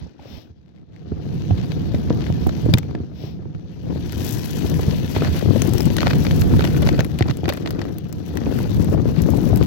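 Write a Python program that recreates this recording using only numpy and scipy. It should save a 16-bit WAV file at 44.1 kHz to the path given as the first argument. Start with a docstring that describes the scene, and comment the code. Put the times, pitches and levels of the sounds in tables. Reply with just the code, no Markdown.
"""A puff of wind and a few light knocks, then a growing roar: a mountain bike gathers speed down a
dirt track, heard from its handlebar. Turbulent air buffets two microphone ports over the rumble of
the tyres, which crunch and hiss on grit. Bumps excite the damped modes of fork and frame, loose
cables and chain clack against their seats, and flung pebbles tick on the metal."""
import sys
import numpy as np
from scipy import signal
from scipy.fft import rfft, irfft
from scipy.io import wavfile
from scipy.ndimage import uniform_filter1d

SR = 44100
rng = np.random.default_rng(int(sys.argv[2]) if len(sys.argv) > 2 else 0)


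def inscribe(sig):
    """Save sig as 16-bit PCM at rate SR to the path in sys.argv[1].

    A 1-D sig is mono; a 2-D sig holds one channel per row.
    Samples are clipped to [-1, 1] before scaling.
    """
    pcm = np.round(np.clip(np.atleast_2d(sig).T, -1, 1) * 32767)
    wavfile.write(sys.argv[1], SR, pcm.astype(np.int16))


N = 426006
TIME = np.arange(N) / SR
HIT_TIME = np.arange(5000) / SR  # seconds within one impact

# Levels are relative within each table; pan is left minus right.
# Low roar, growing with speed. Each row: time in seconds, level in dB.
ROAR_LEVEL = [(0, -55), (0.9, -44), (1.15, -29.5), (1.55, -25), (2.72, -23), (2.83, -28), (3.15, -34),
              (3.68, -36.5), (3.95, -27), (4.9, -22), (5.85, -24), (6.2, -17), (6.92, -17), (7.13, -24),
              (7.6, -28.5), (8.15, -27.5), (8.45, -29.5), (9.66, -18)]
# Tyre contact with the dirt. Each row: time in seconds, level in dB.
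TYRE_LEVEL = [(0, -56.5), (0.18, -70.5), (0.85, -77), (1.06, -61.5), (1.35, -52), (1.64, -51),
              (2.68, -47.5), (2.85, -57.5), (3.1, -63), (3.62, -63.5), (4.22, -43), (6.2, -42.5),
              (6.9, -47), (7.15, -53.5), (7.7, -54.5), (8.12, -59), (8.58, -46), (9.02, -51.5),
              (9.35, -46.5), (9.66, -51)]
# Gravel on the track. Each row: time in seconds, looseness from 0 to 1.
LOOSENESS = [(1, 0.4), (3.6, 0.46), (4.3, 0.73), (5.2, 0.46), (6.6, 0.77), (7.3, 0.89)]
# Gusts of wind, and from 1.8 to 2.8 s low pulses, mostly on the right port, that come with the bumps. # Each
# row: start in seconds, length in seconds, level in dB, pan in dB.
GUSTS = [(0, 0.086, -33, -4.5), (0.295, 0.094, -38, -23), (1.16, 0.38, -37, -23),
         (1.505, 0.079, -24.5, -19), (1.78, 0.24, -27.5, -3.5), (2.062, 0.17, -24, 0.5),
         (2.282, 0.36, -29, -26), (2.64, 0.12, -23.5, -27), (3.87, 0.11, -28.5, 13), (4.14, 0.25, -29.5, 8),
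         (4.55, 0.37, -27, 8), (4.92, 0.064, -25.5, 21), (5.122, 0.25, -27, -22), (5.442, 0.49, -21, 30),
         (6.35, 0.32, -21.5, -23), (8.346, 0.47, -26.5, 8), (8.759, 0.36, -20, 8.5),
         (9.17, 0.64, -20.5, 29)]
# Single sharp eddies. Each row: start in seconds, level in dB, pitch in Hz.
SLAPS = [(3.959, -22, 404), (4.794, -12, 384), (5.425, -13.5, 510), (5.459, -11, 260), (5.507, -7.5, 410),
         (5.559, -8.5, 520), (8.946, -14.5, 600), (9.055, -11, 356), (9.287, -8.5, 544), (9.336, -18, 815),
         (9.53, -13, 670), (9.612, -9.5, 436)]
# Blows on a wheel. Each row: start in seconds, frame knock in dB, fork thud in dB,
# knock pitch in Hz, knock pan in dB.
BUMPS = [(0.065, -38, -40, 434, 1), (0.193, -34.5, -39, 815, 1), (0.255, -32, -36, 510, 9),
         (0.501, -46, -33, 400, 5), (1.119, -15.5, -16, 434, 13), (1.5072, -19, -9.5, 730, 4),
         (1.9428, -19.5, -10, 625, 4), (2.105, -10, -8, 456, 6), (2.301, -18, -8, 292, 10),
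         (2.466, -13, -5.5, 340, -8), (2.66, -9, -11, 465, 17), (2.687, -12.5, -9.5, 390, 15),
         (2.7359, -11.5, -5, 507, 14), (2.749, -12, -8, 330, -6), (2.949, -20, -17, 317, 13),
         (3.002, -26, -19, 493, 7), (3.238, -21.5, -20, 397, 4), (3.391, -28, -32, 400, 6),
         (3.455, -26, -25, 400, -1), (3.547, -27, -22, 330, 1), (4.645, -17, -15, 417, 20),
         (5.164, -10, -12, 395, 0), (5.22, -12, -24, 417, 7), (6.031, -15, -26, 556, -7),
         (6.067, -17, -29, 740, 7), (6.132, -16, -12.5, 300, -9), (6.538, -7.5, -12, 276, 8),
         (6.591, -12, -22, 433, 0), (6.865, -11.5, -8, 390, 16), (6.99, -11.5, -6.5, 493, 11),
         (7.208, -7, -7, 338, -1), (7.258, -14, -12.5, 310, -2), (7.295, -14, -12.5, 320, 6),
         (7.433, -13, -17, 312, -4), (7.479, -7.5, -19, 330, -4), (7.787, -19, -22, 298, 12),
         (8.466, -13, -17, 298, -9), (8.604, -16, -22, 308, -1)]
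# Chain, levers and cables striking. Each row: start in seconds, level in dB, pan in dB,
# ring pitch in Hz, ring against crack in dB.
CLACKS = [(0.777, -51, 11, 2100, -2), (0.963, -41, 5, 2140, -11), (1.9465, -29, 6, 1330, -18),
          (2.266, -24.5, 18, 1630, -8), (2.4925, -22.5, -1, 1310, -15), (2.7385, -7.5, 11, 3700, -1),
          (2.7395, -11, 8, 2420, 0), (2.7524, -28, 7, 1390, -11), (2.774, -21, -1, 1880, -24),
          (2.786, -21.5, 11, 3400, -17), (2.8305, -30, -2, 2320, -13), (2.91, -34.5, 5, 1010, -9),
          (2.9512, -26, -2, 1690, -14), (3.5488, -36.5, 11, 1360, -3), (5.1625, -17, 4, 1000, -26),
          (5.221, -19, 4.5, 1330, -7), (5.247, -18, 6, 1000, -19), (5.9663, -15, 14, 3840, -16),
          (5.9835, -14.5, 7, 1530, -16), (6.0055, -13.5, 15, 2870, -30), (6.0164, -16, 4, 1410, -18),
          (6.0301, -10.5, -1, 1200, -14), (6.063, -18, -4, 990, -12), (6.0693, -7.5, 2, 1210, -10.5),
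          (6.107, -15.5, 1, 1550, -11), (6.1325, -16, 0, 2410, -16), (6.2502, -17.5, 1, 2230, -21),
          (6.2668, -15.5, 15, 2370, -19), (6.31, -14.5, 9, 1820, -24), (6.4188, -19.5, 8, 3950, -27),
          (6.5934, -16, 2, 1550, -15), (6.607, -14.5, 0, 1200, -24), (6.6224, -19, 5, 1340, -15),
          (6.6412, -16, 0, 1920, -28), (6.6504, -15.5, 9, 1860, -34), (6.6742, -20, 14, 2600, -30),
          (6.8717, -14.5, 1, 1330, -21), (6.8896, -9.5, 8, 1590, -14), (6.992, -13, -1, 1270, -25),
          (7.0004, -19, 4, 1150, -26), (7.0059, -15, 13, 1800, -21), (7.0467, -22.5, 12, 1750, -37),
          (7.1884, -21.5, 15, 2920, -11), (7.208, -17.5, 10, 1570, -30), (7.224, -13, 8, 2020, -9),
          (7.2853, -24, 8, 1840, -20), (7.298, -24.5, 2, 1740, -27), (7.3099, -18.5, 12, 1230, -23),
          (7.442, -26, 10, 1200, -23), (7.456, -19, 1, 1870, -20), (7.4816, -19, 1, 2480, -11),
          (7.4908, -14, 7, 2000, -19), (7.4995, -12.5, 0, 1294, -28), (7.524, -19.5, 2, 1920, -18),
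          (7.573, -25, 3, 1400, -10), (7.6595, -20.5, -1, 1990, -27), (7.674, -20, 1, 2000, -22),
          (7.7062, -21, 5, 1370, -9), (7.792, -25, 0, 2480, -18), (7.816, -21, 8, 1830, -15),
          (8.3718, -21.5, 9, 1590, -28), (8.588, -23.5, -14, 1480, -10)]
# Pebbles striking metal. Each row: start in seconds, level in dB, ring pitch in Hz.
PEBBLES = [(2.470, -18, 12400), (2.738, -8, 4950), (2.784, -12.5, 16000), (4.1228, -15.5, 11800),
           (5.6197, -8, 6200), (5.736, -9.5, 15100), (5.7817, -12.5, 5600), (5.806, -11, 5200),
           (5.82, -18, 9700), (5.855, -17, 8400), (5.861, -22, 12100), (5.968, -12, 10900),
           (6.8215, -19, 11200), (7.005, -15, 6500), (7.047, -19, 10900), (7.1886, -17.5, 12600),
           (7.371, -23, 10600), (7.4795, -28, 5950), (7.492, -11, 14500), (7.536, -17, 15200),
           (7.7074, -16.5, 10300), (7.984, -21, 10300), (8.127, -22, 11400), (8.372, -18.5, 5960),
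           (8.8452, -23, 11900), (9.5595, -16, 10500), (9.5728, -15.5, 11400)]
# Stony stretches. Each row: start in seconds, length in seconds, chatter in dB, frame drumming in dB.
STONY_STRETCHES = [(0, 0.52, -68.5, -48.5), (2.885, 0.16, -80, -37), (5.16, 0.26, -43.5, -36.5),
                   (5.96, 0.16, -38, -30.5), (6.494, 0.35, -44, -26.5), (6.823, 0.21, -40.5, -29),
                   (7.193, 0.13, -42.5, -35), (7.436, 0.462, -51.5, -28), (7.882, 0.45, -74, -38.5),
                   (8.341, 0.25, -51, -27.5), (9.21, 0.62, -70, -32.5)]
# Stones snapping under the tread. Each row: start in seconds, level in dB.
SNAPS = [(1.5085, -28.5), (2.098, -24), (2.126, -29), (2.218, -26.5), (2.551, -28), (4.457, -37),
         (4.664, -22), (4.9084, -19)]
# Patches of gravel. Each row: start in seconds, length in seconds, level in dB.
RASPS = [(0.2, 0.09, -54), (0.597, 0.24, -72), (0.918, 0.1, -63), (1.575, 0.024, -43), (1.627, 0.023, -41),
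         (1.707, 0.022, -44), (2.205, 0.04, -43), (2.254, 0.039, -43.5), (5.15, 0.034, -31),
         (5.236, 0.054, -34), (5.344, 0.041, -35.5), (6.062, 0.025, -36), (6.852, 0.029, -43),
         (7.486, 0.017, -40), (8.596, 0.028, -49), (9.17, 0.037, -36.5), (9.605, 0.043, -39)]
# Slides on sand. Each row: centre in seconds, half length in seconds, swish in dB, spray in dB.
SCUFFS = [(0.341, 0.089, -46.5, -64), (3.246, 0.08, -45.5, -64), (4.28, 0.096, -43, -36)]

# Spectra at the ports. Each row: frequency in Hz, left gain in dB, right gain in dB.
WIND_SPECTRUM = [(20, -13, -32), (45.8, -8.5, -14), (70.8, -2, 7), (109, 1.5, 3.5), (188, -2.5, -4.5),
                 (231, -7, -19.5), (320, -10.5, -14.5), (434, -29.5, -26), (935, -40, -32.5),
                 (3000, -69, -82)]  # large eddies
EDDY_SPECTRUM = [(115, -10.5, -23.5), (231.5, 3, 28.5), (355, 0.5, 3.5), (510, -5.5, -16),
                 (653, -12.5, -11), (1165, -23, -7), (2400, -38, -19), (6000, -82, -103)]  # small eddies
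RUMBLE_SPECTRUM = [(25, -9, -25), (58.5, -18.5, -12.5), (77.5, 4, 1), (109.7, -4, -3), (161.3, 7, 6),
                   (224, -7, -5), (318, -13.5, -16.5), (378, -12.5, -22.5), (487, -13, -21),
                   (586, -25.5, -27.5), (775, -31.5, -31.5), (2100, -86, -76.5)]  # rolling wheels
FRAME_SPECTRUM = [(113, -37, 0), (219.5, 6.5, 1.5), (328, 1, 16.5), (506, -5, -10.5), (580, -14.5, -17.5),
                  (685, -11, -12), (984, -29, -8.5), (1270, -21.5, -28), (2360, -35.5, -42),
                  (6100, -99, -62)]  # struck frame
CLATTER_SPECTRUM = [(204, -55, -17), (555, 11.5, 19), (950, 8, 1.5), (1330, 1, 5.5), (1890, 6.5, 2.5),
                    (2860, 4.5, -7.5), (4430, 3, -14.5), (4770, 0, -16), (7570, -12, -30), (8900, -19, -79),
                    (11500, -17, -33), (16000, -21, -54)]  # loose parts
CRUNCH_SPECTRUM = [(400, -22, -20), (985, 9, 6), (1150, -5, -57), (1710, 6.5, -5.5), (2120, 3, -15),
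                   (2940, 6, -12), (4640, 4.5, -13.5), (4970, 1, -13.5), (6100, 1.5, -21), (6640, -8, -25),
                   (8040, -18.5, -45), (9400, -62, -52), (16000, -78, -47)]  # crushed grit
HISS_SPECTRUM = [(2980, -17, -30), (5600, 10.5, -32), (7930, 6.5, -15), (8700, 1.5, -28), (9800, 9.5, -16),
                 (12800, 10.5, -0.5), (14500, 5, -0.5), (16700, 13, -15)]  # fine sand and air
SWISH_SPECTRUM = [(674, 15, -12), (1300, -2.5, -8), (2600, 5, -15), (3600, 7.5, -17), (4500, 2.5, -14),
                  (5560, 6, -15), (6740, -15, -28), (7800, -16, -31), (9300, -50, -40), (11300, -26, -20),
                  (13500, -21, -6), (15800, -12, -13)]  # sliding tyre

# Normal modes. Each row: frequency in Hz, level in dB, time to decay by 60 dB in seconds.
FORK_MODES = [(87.6, -12.5, 0.13), (126.4, -9.5, 0.068), (150, -18.5, 0.057), (229, -9, 0.022)]
TUBE_MODES = [(302, 8, 0.017), (325, 3.5, 0.05), (457, -24, 0.035), (455, -8, 0.017), (600, -17, 0.078),
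              (730, -6, 0.043), (914, -5.5, 0.027)]
LOOSE_PART_MODES = [(1180, -4, 0.025), (1500, -3, 0.027), (1916, -19, 0.042), (2550, 0.5, 0.013),
                    (3480, -7, 0.017), (4390, -8, 0.027), (6540, 11, 0.0049)]


def wind_and_rumble(rumble_db=-4.5, steady_db=-6, eddy_db=2, jolt_db=2.5, lump_hz=22, swell_db=1.1):
    """Turbulent pressure varies independently at each port, over the rumble of the rolling wheels."""
    roar_db, = curves(ROAR_LEVEL)
    drift = sides(np.linspace(-3, 4, N))  # the airflow swings slowly from right to left
    steady = amp(roar_db + swell_db * wander(hz=12)) * drift
    gusts = sum(amp(db) * sides(pan_db) * plateau(s, length, edge_s=0.033)
                for s, length, db, pan_db in GUSTS)
    eddies = colour(noise() * amp(eddy_db * wander(lump_hz, channels=2)), WIND_SPECTRUM)
    rumble = colour(noise() * amp(jolt_db * wander(lump_hz)), RUMBLE_SPECTRUM)
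    buffeting = balanced(eddies) * np.hypot(amp(steady_db) * steady, gusts)
    return buffeting + balanced(rumble) * amp(rumble_db) * steady + flutter(gusts)


def flutter(gusts, gain_db=-24, strong_db=-16, growth=0.98, pan_db=5, lump_db=7, lump_hz=55):
    """Eddy shedding: the harder a gust blows, the stronger its small eddies."""
    eddies = colour(noise() * amp(lump_db * wander(lump_hz, channels=2)), EDDY_SPECTRUM)
    return balanced(eddies) * amp(gain_db) * (gusts / amp(strong_db)) ** growth * sides(pan_db)


def slaps(pan_db=22, puff_db=-4, snap_db=-17):
    """A pressure pulse: one eddy bursts on the left port with a hollow pock, a puff and a faint snap."""
    out = np.zeros((2, N))
    for s, db, hz in SLAPS:
        pock = unit_peak(HIT_TIME * ping(hz, decay_s=0.0013))
        puff = amp(puff_db) * coloured_crack(EDDY_SPECTRUM, decay_s=0.0042)
        snap = amp(snap_db) * coloured_crack(FRAME_SPECTRUM, decay_s=0.0014)
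        add(out, s, (pock + puff + snap) * amp(db) * sides(pan_db))
    return out


def bumps(knock_db=-1, ring_s=0.0048, rise_s=0.00055, tubes_db=-3, crack_db=-11, thud_db=3):
    """Impact excitation: the fork thuds and the frame knocks, at a pitch set by where the blow lands."""
    out = np.zeros((2, N))
    envelope = np.exp(-HIT_TIME / ring_s) * (1 - np.exp(-HIT_TIME / rise_s))
    for s, db, fork_db, hz, pan_db in BUMPS:
        hollow = np.sin(2 * np.pi * hz * HIT_TIME) * envelope
        tubes = amp(tubes_db) * ring(TUBE_MODES, detune=0.019, uneven_db=-4.5)
        contact = amp(crack_db) * coloured_crack(FRAME_SPECTRUM, decay_s=0.0023)
        add(out, s, amp(db + knock_db) * sides(pan_db) * (hollow + tubes + contact))
        thud = ring(FORK_MODES, detune=0.079, uneven_db=-5)
        add(out, s, amp(fork_db + thud_db) * sides(pan_db=-3) * thud)
    return high_pass(out, hz=65, order=3)  # trims the deepest bass from each thud


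def clacks(gain_db=2, judder=0.015, judder_s=0.015, lead_s=0.012, crack_s=0.0018, uneven_db=2,
           rebound=0.67, rebound_s=0.0029):
    """Intermittent contact: a loose part judders, slaps home, rings with its neighbours and rebounds."""
    out = np.zeros((2, N))
    judder_envelope = judder * np.exp(-abs(HIT_TIME - lead_s) / judder_s)
    for s, db, pan_db, hz, ring_db in CLACKS:
        contact = noise(len(HIT_TIME)) * judder_envelope
        own_ring = amp(ring_db) * ping(hz, decay_s=0.0017)  # damped by plastic and rubber
        neighbours = 0.08 * ring(LOOSE_PART_MODES, detune=0.021, uneven_db=33)
        strike = crack(crack_s * amp(uneven_db * rng.standard_normal()))
        add(contact, lead_s, strike + own_ring + neighbours)
        add(contact, lead_s + rebound_s * (0.5 + rng.random()), rebound * rng.random() * crack(crack_s))
        contact = high_pass(contact, 0.29 * hz, order=2)  # a small, high-pitched part has little body
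        clack = unit_peak(colour(contact, CLATTER_SPECTRUM))
        add(out, s - lead_s, clack * amp(db + gain_db) * sides(pan_db))
    return out


def pebbles(gain_db=1.5, pan_db=13, body_db=-11, skid=0.26, bounce=0.39, bounce_s=0.0026):
    """Brief contact excites high modes: pebbles flung up on the left tick on metal, skid and bounce."""
    out = np.zeros((2, N))
    for s, db, hz in PEBBLES:
        contact = crack(decay_s=0.00019) + skid * crack(decay_s=0.0025)
        add(contact, bounce_s * (0.5 + rng.random()), bounce * contact)
        ringing = 1150 / hz * ping(hz, decay_s=0.0028)  # a larger, lower part rings more strongly
        tick = unit_peak(high_pass(contact, hz=4000, order=1) + ringing)
        body = amp(body_db) * coloured_crack(CLATTER_SPECTRUM, decay_s=0.00083)
        add(out, s, (tick + body) * amp(db + gain_db) * sides(pan_db))
    return out


def frame_drumming(gain_db=-12, stones_db=-3.5, jolt_db=2, jolt_hz=40):
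    """Structure-borne sound: small stones under the tyres drum through the frame in jolts."""
    roar_db, = curves(ROAR_LEVEL)
    _, stony_drumming = stony_gains()
    blows = impacts(per_s=1500, spread_db=6, cap=3.86) * amp(jolt_db * wander(jolt_hz))
    steady = amp(roar_db + gain_db) * sides(pan_db=8)
    stony = stony_drumming * amp(stones_db) * sides(pan_db=4)
    return balanced(colour(blows, FRAME_SPECTRUM)) * np.hypot(steady, stony)


def tyres(crunch_db=-0.5, hiss_db=-61, cruise_db=-50, hiss_growth=1.6, loose_db=9, grit=0.46, sand=0.95):
    """Many tiny impacts merge into noise: grit crunches, and sand spurts over the hiss of rushing air."""
    tyre_db, = curves(TYRE_LEVEL)
    looseness, = curves(LOOSENESS)
    # the hiss grows faster with speed than the crunch, and is louder and more fitful on loose ground
    hiss_level_db = hiss_db + hiss_growth * (tyre_db - cruise_db) + loose_db * looseness
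    flicker_db = 1.7 * wander(hz=140)
    spurts_db = (3.5 * wander(hz=45) + 3.04 * wander(hz=14)) * looseness
    crunch = noise() + grit * looseness * impacts(per_s=1500, spread_db=6)
    hiss = noise() + sand * looseness * impacts(per_s=340, spread_db=4.5)
    crunch = unit_rms(patchy(colour(crunch, CRUNCH_SPECTRUM)))
    hiss = unit_rms(patchy(colour(hiss, HISS_SPECTRUM)))
    return (crunch * amp(tyre_db + crunch_db + flicker_db + 0.21 * spurts_db)
            + hiss * amp(hiss_level_db + flicker_db + spurts_db))


def chatter(per_s=260, light_db=-7, stones_db=1, pan_db=1, ringing=0.47):
    """Forced rattling: chain and cables tap the frame, lightly while rolling and hard over stones."""
    tyre_db, = curves(TYRE_LEVEL)
    looseness, = curves(LOOSENESS)
    stony_chatter, _ = stony_gains()
    out = np.zeros((2, N))
    for hz, db, t60 in LOOSE_PART_MODES:
        taps = impacts(per_s / len(LOOSE_PART_MODES), spread_db=5.5, cap=3)[:1]
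        tap = crack(decay_s=0.005) + ringing * amp(db) * ring([(hz, db, t60)], detune=0.019, uneven_db=0)
        out += signal.oaconvolve(taps, tap, axes=1)[:, :N]
    shake = np.hypot(amp(tyre_db + light_db) * looseness, stony_chatter * amp(stones_db))
    return unit_rms(colour(out, CLATTER_SPECTRUM)) * shake * sides(pan_db)


def rasps(gain_db=0.5, pan_db=2, grit=0.89):
    """Friction: many stones grind at once under the tread and shake the loose parts."""
    level = sum(amp(db) * plateau(s, length, edge_s=length / 2) for s, length, db in RASPS)
    grinding = noise() + grit * impacts(per_s=900, spread_db=7.5)
    return unit_rms(colour(grinding, CLATTER_SPECTRUM)) * level * amp(gain_db) * sides(pan_db)


def stone_pops(gain_db=-12.5, snap_db=1):
    """Brittle fracture: small stones keep cracking under the tread, and at times a larger one snaps."""
    tyre_db, = curves(TYRE_LEVEL)
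    fractures = impacts(per_s=36, spread_db=6, cap=3.4)
    cracks = signal.oaconvolve(fractures, crack(decay_s=0.0003), axes=1)[:, :N]
    out = unit_rms(colour(cracks, CRUNCH_SPECTRUM)) * amp(tyre_db + gain_db)
    for s, db in SNAPS:
        snap = colour(crack(decay_s=0.0041), CRUNCH_SPECTRUM)
        add(out, s, snap / abs(snap).max() * amp(db + snap_db))
    return out


def scuffs():
    """Sliding friction: a tyre slips on soft ground with a smooth swell of hiss and a spray of sand."""
    swish, spray = np.zeros((2, N))
    for s, half_s, swish_db, spray_db in SCUFFS:
        swell = np.exp(-((TIME - s) / half_s) ** 2)
        swish += amp(swish_db) * swell
        spray += amp(spray_db) * swell
    sand = colour(impacts(per_s=1100, spread_db=5.5), HISS_SPECTRUM)
    return unit_rms(colour(noise(), SWISH_SPECTRUM)) * swish + unit_rms(sand) * spray


def reflected(x, echo_db=-17, longest_s=0.012, count=8):
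    """Early reflections from ground, wheels and rider reach each port with different delays."""
    out = x.copy()
    for port in range(2):
        delays = rng.uniform(0.11, 1, count) * longest_s
        for delay, sign in zip(delays, rng.choice([-1, 1], count)):
            add(out[port:port + 1], delay, sign * amp(echo_db) / np.sqrt(count) * x[port:port + 1])
    return out


def ring(modes, detune, uneven_db):
    """Modal response to one blow; the point of impact shifts each mode's pitch and strength."""
    hz, db, t60 = np.transpose(modes)[:, :, None]
    shift, left, right = rng.standard_normal((3, len(modes), 1))
    sign = rng.choice([-1, 1], (2, len(modes), 1))
    waves = amp(db - 60 * HIT_TIME / t60) * np.sin(2 * np.pi * hz * (1 + detune * shift) * HIT_TIME)
    return unit_peak((sign * amp(uneven_db * np.array([left, right])) * waves).sum(1))


def ping(hz, decay_s):
    """One damped mode, with a different phase at each port."""
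    return np.sin(2 * np.pi * (hz * HIT_TIME + rng.random((2, 1)))) * np.exp(-HIT_TIME / decay_s)


def crack(decay_s):
    """Contact noise with exponential decay."""
    return unit_peak(noise(len(HIT_TIME)) * np.exp(-HIT_TIME / decay_s))


def coloured_crack(spectrum, decay_s):
    """A filtered noise burst of peak 1."""
    return unit_peak(colour(crack(decay_s), spectrum))


def impacts(per_s, spread_db, cap=4.5):
    """A Poisson train of impulses at each port: many small, a few large."""
    size = amp(spread_db * np.minimum(rng.exponential(1, (2, N)), cap))
    return unit_rms(size * rng.choice([-1, 1], (2, N)) * (rng.random((2, N)) < per_s / SR))


def noise(samples=N):
    """White noise, independent at each port."""
    return rng.standard_normal((2, samples))


def wander(hz, channels=1):
    """Smooth, bounded random modulation of unit size, up to about hz."""
    f = np.fft.rfftfreq(N, 1 / SR)
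    x = irfft(rfft(rng.standard_normal((channels, N))) * np.exp(-(f / hz) ** 2), N)
    x = np.tanh(x / x.std())
    return x / x.std()


def patchy(x, depth_db=2, size=256):
    """Spectral modulation: narrow bands flare and fade as one stone follows another."""
    spectra = signal.stft(x, nperseg=size)[2]
    patches = uniform_filter1d(rng.standard_normal(spectra.shape), size=4, axis=1)  # across frequency
    patches = uniform_filter1d(patches, size=12, axis=2)  # across time
    return signal.istft(spectra * amp(depth_db * patches / patches.std()), nperseg=size)[1][:, :N]


def colour(x, spectrum, size=4096):
    """Minimum-phase filter with one response for each port."""
    hz, *ports = np.transpose(spectrum)
    f = abs(np.fft.fftfreq(size, 1 / SR))
    log_gain = np.log(amp([np.interp(np.log(f + 1), np.log(hz), db) for db in ports]))
    taps = np.fft.ifft(np.exp(np.conj(signal.hilbert(log_gain)))).real
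    return signal.oaconvolve(x, taps[:, :size // 2], axes=1)[:, :x.shape[1]]


def high_pass(x, hz, order):
    """Attenuates frequencies below hz."""
    return signal.sosfilt(signal.butter(order, hz, "high", fs=SR, output="sos"), x)


def stony_gains():
    """Envelopes of the chatter and the drumming that stony stretches add."""
    return sum(amp([[chatter_db], [drum_db]]) * plateau(s, length, edge_s=0.01)
               for s, length, chatter_db, drum_db in STONY_STRETCHES)


def plateau(start_s, length_s, edge_s):
    """Trapezoidal envelope between 0 and 1."""
    return np.clip(np.minimum(TIME - start_s, start_s + length_s - TIME) / edge_s + 0.5, 0, 1)


def curves(rows):
    """Linear interpolation of each column over time."""
    s, *columns = np.transpose(rows)
    return [np.interp(TIME, s, column) for column in columns]


def sides(pan_db):
    """Constant-power panning: two gains, pan_db apart."""
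    gains = np.array([amp(pan_db / 2), amp(-pan_db / 2)]).reshape(2, -1)
    return gains / np.sqrt(np.mean(gains ** 2, 0))


def amp(db):
    """Decibels to gain."""
    return 10 ** (np.asarray(db) / 20)


def unit_rms(x):
    """Scales a stereo pair so that its average has rms 1."""
    return x / np.sqrt(np.mean(x.mean(0) ** 2) + 1e-20)


def unit_peak(x):
    """Scales each channel to a peak of 1."""
    return x / (abs(x).max(-1, keepdims=True) + 1e-12)


def balanced(x):
    """Gives both ports equal power, and their average rms 1."""
    return unit_rms(x / x.std(1, keepdims=True))


def add(mix, s, sound):
    """Superposes a sound at s seconds."""
    part = mix[:, max(round(s * SR), 0):][:, :sound.shape[1]]
    part += sound[:, :part.shape[1]]


def scene():
    """Superposition of all sources at the two ports."""
    rolling = reflected(frame_drumming() + tyres() + scuffs() + rasps() + chatter())
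    return wind_and_rumble() + slaps() + rolling + bumps() + clacks() + pebbles() + stone_pops()


def record(dry, low_cut_hz=30, dip_hz=9700, dip_width_hz=850, dip_db=-7, high_cut_hz=16050):
    """Filtering and saturation: deep bass is cut, the treble dips near 9.7 kHz, peaks are rounded."""
    f = np.fft.rfftfreq(N, 1 / SR)
    dip = amp(dip_db * np.exp(-((f - dip_hz) / dip_width_hz) ** 2))
    x = high_pass(irfft(rfft(dry) * dip, N), low_cut_hz, order=2)
    rounded = x / (1 + (x / 0.95) ** 6) ** (1 / 6)
    low_pass = signal.firwin(401, high_cut_hz, window=("kaiser", 8), fs=SR)
    return signal.oaconvolve(rounded, low_pass[None], "same")


dry = scene()
out = record(dry)
inscribe(out)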